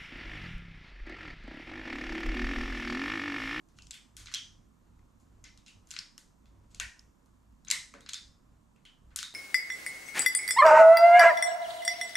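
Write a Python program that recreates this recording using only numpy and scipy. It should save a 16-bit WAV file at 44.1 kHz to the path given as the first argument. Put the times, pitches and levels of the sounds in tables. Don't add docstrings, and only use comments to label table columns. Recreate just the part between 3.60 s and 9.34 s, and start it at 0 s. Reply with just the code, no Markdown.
import sys
import numpy as np
from scipy import signal
from scipy.io import wavfile

SR = 44100
rng = np.random.default_rng(int(sys.argv[2]) if len(sys.argv) > 2 else 0)


def pcm_store(signal):
    levels = np.round(np.clip(np.atleast_2d(signal), -1, 1) * 32767)
    wavfile.write(sys.argv[1], SR, levels.astype(np.int16).T)


N = 253134


def from_db(db):
    return 10 ** (np.asarray(db) / 20)


def rms_one(x):
    return x / np.sqrt(np.mean(x ** 2) + 1e-20)


def at_hz(points, hz):
    table_hz, values = np.transpose(points)
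    return np.interp(np.log(hz), np.log(table_hz), values)


def panned(x, lean_db):
    return x * from_db([[lean_db / 2], [-lean_db / 2]])


def add(track, sound, s):
    i = int(round(s * SR))
    track[..., i:i + sound.shape[-1]] += sound[..., :track.shape[-1] - i]


def drift(rate):
    points = rng.standard_normal(int(N / SR * rate) + 2)
    return np.interp(np.arange(N) / SR * rate, np.arange(len(points)), points)


def bands(low_hz, step):
    edges = low_hz * 2 ** np.arange(0, np.log2(19000 / low_hz), step)
    filters = []
    for low, high in zip(edges, edges[1:]):
        sos = signal.butter(2, [low, high], "band", fs=SR, output="sos")
        filters.append((np.sqrt(low * high), sos))
    return filters


CONTACT_S = .00025


def struck(modes, extra_db, size=4410):
    hz, level_db, t60 = np.transpose(modes)[:, :, None]
    chance = rng.standard_normal((3, len(modes), 1))
    t = np.arange(size) / SR
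    polarity = np.sign(chance[0])
    tone_db = level_db + np.reshape(extra_db, (-1, 1)) + 2.0 * chance[1] - 60 * t / t60
    shifted_hz = hz * (1 + 0.0097 * chance[2])
    tones = polarity * from_db(tone_db) * np.sin(2 * np.pi * shifted_hz * t)
    return (1 - np.exp(-(t / CONTACT_S) ** 2)) * np.sum(tones, axis=0)


# (f/Hz, noise density/dB relative)
HUSH = [(79, -30.5), (135, -3), (200, -3.5), (266, -7.5), (413, -22), (558, -19), (866, -21.5),
        (1020, -14.5), (1320, -21.5), (2080, -32), (2990, -33), (5000, -34), (7490, -30), (10500, -39),
        (12100, -30), (16000, -55.5)]
# (f/Hz, side against mid level/dB)
HUSH_WIDTH = [(60, -26), (130, -6.5), (290, 0.5), (640, -1), (1410, -2), (3100, 1.5), (6820, -14),
              (15000, 1)]
# (f/Hz, left minus right level/dB)
HUSH_LEAN = [(60, -2), (130, -4), (290, -12.5), (640, -5), (1410, -1), (3100, -0.5), (6820, 2.5),
             (15000, 3.5)]
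HUSH_DB = -66


def hush(patchy_db):
    white, out = rng.standard_normal((2, 2, N + SR)), 0
    for k, (hz, sos) in enumerate(bands(88, 1 / 3)):
        mid, side = signal.sosfilt(sos, white[k % 2])[:, SR:]
        side = side * from_db(at_hz(HUSH_WIDTH, hz))
        flicker_db = patchy_db * (1 + 300 / hz) * drift(6)
        gain = from_db(at_hz(HUSH, hz) + flicker_db)
        out = out + gain * panned(np.array([mid + side, mid - side]), at_hz(HUSH_LEAN, hz))
    return from_db(HUSH_DB) * rms_one(out)


# (t/s, level/dB)
RUMBLE = [(0.0, -80), (0.17, -59.5), (0.3, -59), (0.38, -78.5), (0.61, -54.5), (0.73, -66), (1.82, -63.5),
          (2.13, -73), (2.16, -57.5), (2.57, -80), (2.68, -67.5), (3.28, -56.5), (3.32, -71.5),
          (3.49, -60.5), (3.53, -71.5), (3.93, -58.5), (4.01, -72), (4.68, -62.5), (4.78, -72),
          (4.95, -58.5), (5.04, -69.5), (5.37, -77), (5.43, -62), (5.74, -72.5)]
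# (f/Hz, width/Hz, level/dB against the rumble, share of its swing)
BUILDING_MODES = [(30.6, 4.9, -1.5, .3), (56, 4.8, -1, 1.3), (100.2, 7, -6, 1.3)]
LUMPY_DB, LUMPS_PER_S = 3.5, 12


def rumble():
    s, level_db = np.transpose(RUMBLE)
    mean_db = level_db.mean()
    swing_db = np.interp(np.arange(N) / SR, s, level_db - mean_db)
    out, together = np.zeros(N), drift(LUMPS_PER_S)
    for hz, width_hz, mode_db, share in BUILDING_MODES:
        peak = signal.iirpeak(hz, hz / width_hz, SR)
        noise = signal.lfilter(*peak, rng.standard_normal(N + SR))[SR:]
        even = noise / (np.abs(signal.hilbert(noise)) + .5 * np.std(noise))
        lumps = from_db(LUMPY_DB * (together + drift(LUMPS_PER_S)) / np.sqrt(2))
        out += rms_one(even * lumps) * from_db(mean_db + mode_db + share * swing_db)
    return out


WHINE_HZ, WHINE_DB = 12430, -100
TICK_HZ, TICK_DB, TICK_T60_S = (11800, 12150), -72, 0.0081
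TICK_START_S, TICK_STEP_S, TICK_FADE = .022, 1 / 30, 1.2


def electronics():
    whine = np.sin(2 * np.pi * WHINE_HZ * np.arange(N) / SR)
    out = from_db(WHINE_DB + 3.0 * drift(8.7)) * whine
    pair = [(hz, TICK_DB, TICK_T60_S) for hz in TICK_HZ]
    soft_start = 1 - np.exp(-np.arange(800) / 60.0)
    for k, s in enumerate(np.arange(TICK_START_S, N / SR, TICK_STEP_S)):
        tick_db = 4.5 * (k % 2) - TICK_FADE * s + rng.normal(0, 3.3)
        add(out, struck(pair, [tick_db] * 2, size=800) * soft_start, s)
    return panned(out[None], 6.2)


# (f/Hz, level/dB relative)
CLICK_COLOUR = [(1400, -25), (2300, -21), (3700, -16), (5400, -13.5), (7400, -16), (11000, -21)]
PIVOT_HZ = 4000


def colour(hz, bright_db, narrow_db):
    octaves = np.log2(np.asarray(hz) / PIVOT_HZ)
    return at_hz(CLICK_COLOUR, hz) + bright_db * octaves - narrow_db * octaves ** 2


ZONES_HZ = [1400, 2300, 3700, 5400, 7400, 11000]


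def cracks(size=4410):
    impulse, out = signal.unit_impulse(size), []
    for k, hz in enumerate(ZONES_HZ):
        sos = signal.butter(2, [hz / 1.25, hz * 1.25], "band", fs=SR, output="sos")
        out.append(signal.sosfilt(sos, impulse) * np.sqrt(ZONES_HZ[-1] / hz) * (-1) ** k)
    return np.array(out)


# (t/s, reference level/dB, brightness/dB per octave, narrowness/dB per octave squared,
# loose part f/Hz, its level/dB against the reference, room share level/dB, left minus right level/dB)
CLICKS = [(0.087, -59.5, 1, -3, 5800, -15, -3.5, 3), (0.1667, -59, 6, 3, 5800, -19, 5.5, 4),
          (0.187, -37.5, -3.5, -0.5, 2770, -10, -13.5, -2.5), (0.2212, -38.5, 10, 8, 4220, -17, -10, 2),
          (0.269, -41.5, 3, 3, 4360, -14, -10, 6), (0.3085, -30.5, 4.5, 0, 7650, -6, -11.5, 5),
          (0.3143, -32, -4.5, 6, 7400, -14, -10, -5), (0.3319, -35.5, -11, 10, 3580, -21, 0.5, -2),
          (0.341, -43.5, 3.5, -4.5, 7200, -18, -4.5, 5), (0.5672, -34, 3, -3, 7000, -25, -5, 4),
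          (0.595, -39.5, 2, -2, 3220, -23, -2.5, 2), (0.6584, -31.5, -3.5, 2, 2850, -26, -5.5, 4),
          (0.671, -34.5, -9.5, 6, 2950, -28, -6.5, -9), (0.6841, -39, -10, 2.5, 2010, -5.5, -14, 6),
          (0.7158, -40, -3, -3.5, 1860, -19.5, -1, 3), (0.7227, -37.5, -2, 5, 1850, -20, -5, 5),
          (0.7395, -14.5, 2, 6.5, 5970, -11, -13.5, -4), (0.746, -18.5, 1.5, 0, 3300, -7.5, -14, 6),
          (1.3921, -62, -4.5, -2, 2120, -8, -15.5, 7), (1.5989, -65, 5.5, -4, 7550, -5, -1, 4),
          (1.8406, -36, 4.5, 2.5, 2060, -13.5, -12, 5.5), (1.8444, -40, -4.5, 4, 5230, -14, -0.5, 3),
          (1.975, -44, 1, -0.5, 3860, -20, -9, 3), (2.0627, -39, -0.5, 3, 3900, -24, -3, -3),
          (2.0808, -43.5, 4, 1, 2800, -10, -5, 7), (2.2717, -51.5, 3, -2.5, 6840, -16, -6, 3),
          (2.2887, -56.5, 2, -4, 5870, -27, 2, -13), (2.3065, -33, 1.5, -0.5, 6200, -32, -1.5, -7),
          (2.3123, -30.5, 4.5, -2, 7650, -24, -18, 6), (2.3383, -29, -5.5, 4, 4210, -12, -8, 6),
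          (2.3648, -22.5, -7, 4.5, 2960, -22, -8.5, 4), (2.389, -22.5, -0.5, 2, 5350, -4, -12, 3.5),
          (2.579, -34.5, 2.5, -3, 2090, -24, -11, 4.5), (2.857, -54.5, -3, 0, 3410, -22.5, -6, 0),
          (3.105, -62, 3, 0, 8040, -13, 6.5, 0), (3.1464, -35, 1.5, 0.5, 2540, -14.5, -9, 2.5),
          (3.1989, -17, 0.5, -2, 2620, -10.5, -12, 3.5), (3.2013, -36, -5, 7, 1890, 3, -9.5, 5),
          (3.393, -45.5, 5.5, 0, 5470, -0.5, -14, -4), (3.6593, -60.5, 7, -0.5, 6290, -5.5, -7, -1),
          (4.0484, -49, 2.5, -5, 3850, -6.5, -9, 1.5), (4.0712, -40.5, -7, 3, 2250, -24.5, 2, -2),
          (4.083, -34.5, 1.5, 2.5, 6460, -6, -9.5, 18), (4.102, -14.5, 3, 1, 4020, -14, -9, 0),
          (4.1117, -9, 4, -1, 7630, -9.5, -12.5, 4.5), (4.1128, -29, 1, -5, 2064, 2.5, -10.5, 3),
          (4.3391, -39.5, -7, -3.5, 1540, -14.5, -7, .5), (4.407, -43.5, -0.5, -4, 3750, -13, -9, 2.5),
          (4.4622, -31, -8.5, 5, 3930, -23, -9.5, 3.5), (4.4897, -26.5, -1.5, -1.5, 3960, -7, -14, -1),
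          (4.4927, -22, 1, 3, 5930, -13, -12, 1.5), (4.5338, -21, 0.5, 0.5, 3515, -16, -10.5, 4),
          (4.5424, -22.5, 2.5, 3.5, 5090, -7.5, -10.5, -3), (5.1614, -56.5, -4, -3.5, 2660, -10, -11.5, -2),
          (5.252, -41.5, -1, -2, 3070, -7.5, -10, -1.5), (5.506, -60, -9.5, -0.5, 1530, -27.5, 1.5, -11),
          (5.5603, -22, 5, -4, 6740, -35, -7.5, 3.5), (5.5885, -19, -1, 3.5, 5400, -15, -7, 8),
          (5.6284, -22.5, 0.5, -3.5, 3750, -12, -13, 4)]
# (f/Hz, level/dB relative, time to fall 60 dB/s)
STEEL = [(1250, 0, .006), (1600, 0, .006), (1950, 3, .007), (2350, 2, .006), (2850, 2, .006),
         (3300, 4, .006), (3900, 3, .005), (4350, 3, .005), (5200, 2, .005), (5850, 3, .005),
         (6500, 3, .005), (7300, 4, .005), (8200, 1, .004), (9000, 0, .004), (9800, 0, .004),
         (10800, -2, .004), (12000, -3, .004)]
# (typical delay t/s, level/dB against the click)
BENCH_ECHOES = [(.0007, -3), (.0013, -5.5), (.0019, -5)]
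# (f/Hz, cycles until 60 dB down)
PART_CYCLES = [(1500, 11.5), (2050, 16.5), (2500, 10), (3300, 33.5), (3760, 43.5), (4300, 19), (5200, 14),
               (7300, 24)]
PART_T60_S = .009
PART_ROOM_DB = 8.5
SNAP_DB, CRACK_DB = 10, 19


def tool():
    near, into_room, zones = np.zeros((2, N)), np.zeros(N), cracks()
    steel_hz = np.array(STEEL)[:, 0]
    for s, ref_db, bright_db, narrow_db, part_hz, part_db, room_db, lean_db in CLICKS:
        steel = struck(STEEL, ref_db + colour(steel_hz, bright_db, narrow_db))
        loose_part = struck([(part_hz, part_db, PART_T60_S)], ref_db)
        crack = from_db(ref_db + colour(ZONES_HZ, bright_db, narrow_db)) @ zones
        click = panned((steel + loose_part + from_db(SNAP_DB) * crack)[None], lean_db)
        add(near, click, s)
        for delay, echo_db in BENCH_ECHOES:
            add(near, click * from_db(echo_db), s + delay * rng.uniform(0.92, 1.3))
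        part_t60 = at_hz(PART_CYCLES, part_hz) / part_hz
        room_part = struck([(part_hz, part_db + PART_ROOM_DB, part_t60)], ref_db)
        add(into_room, (crack * from_db(CRACK_DB) + room_part) * from_db(room_db), s)
    return near, into_room


# (f/Hz, time to fall 60 dB/s)
ROOM_T60 = [(300, 0.4), (1320, 0.38), (3480, 0.33), (6500, 0.45), (12000, .26)]
# (f/Hz, level/dB relative)
ROOM_COLOUR = [(300, 0.5), (1200, 3.5), (2000, 3.5), (3500, 0.5), (7000, -2.5), (12000, -3)]
# (f/Hz, side against mid level/dB)
ROOM_SIDE = [(500, -6.5), (1650, -6), (5000, -10), (9000, -20.5), (13000, 2.5)]
ROOM_BUILD_S = .004


def room(x):
    t = np.arange(int(.7 * SR)) / SR
    white, tail = rng.standard_normal((2, 2, len(t))), 0
    for k, (hz, sos) in enumerate(bands(143, 0.5076)):
        width = from_db([[0], [at_hz(ROOM_SIDE, hz)]])
        decay = from_db(at_hz(ROOM_COLOUR, hz) - 60 * t / at_hz(ROOM_T60, hz))
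        tail = tail + width * signal.sosfilt(sos, white[k % 2]) * decay
    build_up = 1 - np.exp(-(t / ROOM_BUILD_S) ** 2)
    mid, side = tail * build_up * from_db(-19)
    return signal.fftconvolve(x[None], np.array([mid + side, mid - side]), axes=1)[:, :N]


# (t/s, reference level/dB)
KNOCKS = [(3.198, -53.5), (4.109, -50), (4.342, -47.5), (4.351, -48.5), (4.365, -49)]
# (f/Hz, level/dB relative, time to fall 60 dB/s)
BENCH = [(204, -3.5, 0.069), (255.4, 1.5, 0.072), (332, -4.5, 0.03), (450, -1.5, 0.031), (540, -0.5, .03),
         (696, -3.5, 0.015)]


def knocks():
    out = np.zeros(N)
    for s, ref_db in KNOCKS:
        add(out, struck(BENCH, ref_db - 8.5), s)
    return out


def scene():
    background = hush(patchy_db=.7) + panned(rumble()[None], -.8) + electronics()
    no_bass = signal.butter(3, 800, "high", fs=SR, output="sos")
    near, into_room = [signal.sosfilt(no_bass, x) for x in tool()]
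    thuds = knocks()
    return near + thuds + room(into_room + thuds * from_db(-10.0)) + background


PORT_HZ, PORT_WIDTH_HZ, PORT_GAIN = 7150, 710, 0.53
ROLLOFF_HZ, CUTOFF_HZ = 11100, 16400


def record(dry):
    port = signal.iirpeak(PORT_HZ, PORT_HZ / PORT_WIDTH_HZ, SR)
    x = dry + PORT_GAIN * signal.lfilter(*port, dry)
    x = signal.sosfilt(signal.butter(2, ROLLOFF_HZ, fs=SR, output="sos"), x)
    return signal.sosfilt(signal.cheby2(10, 50, CUTOFF_HZ, fs=SR, output="sos"), x)


dry = scene()
out = record(dry)
pcm_store(out)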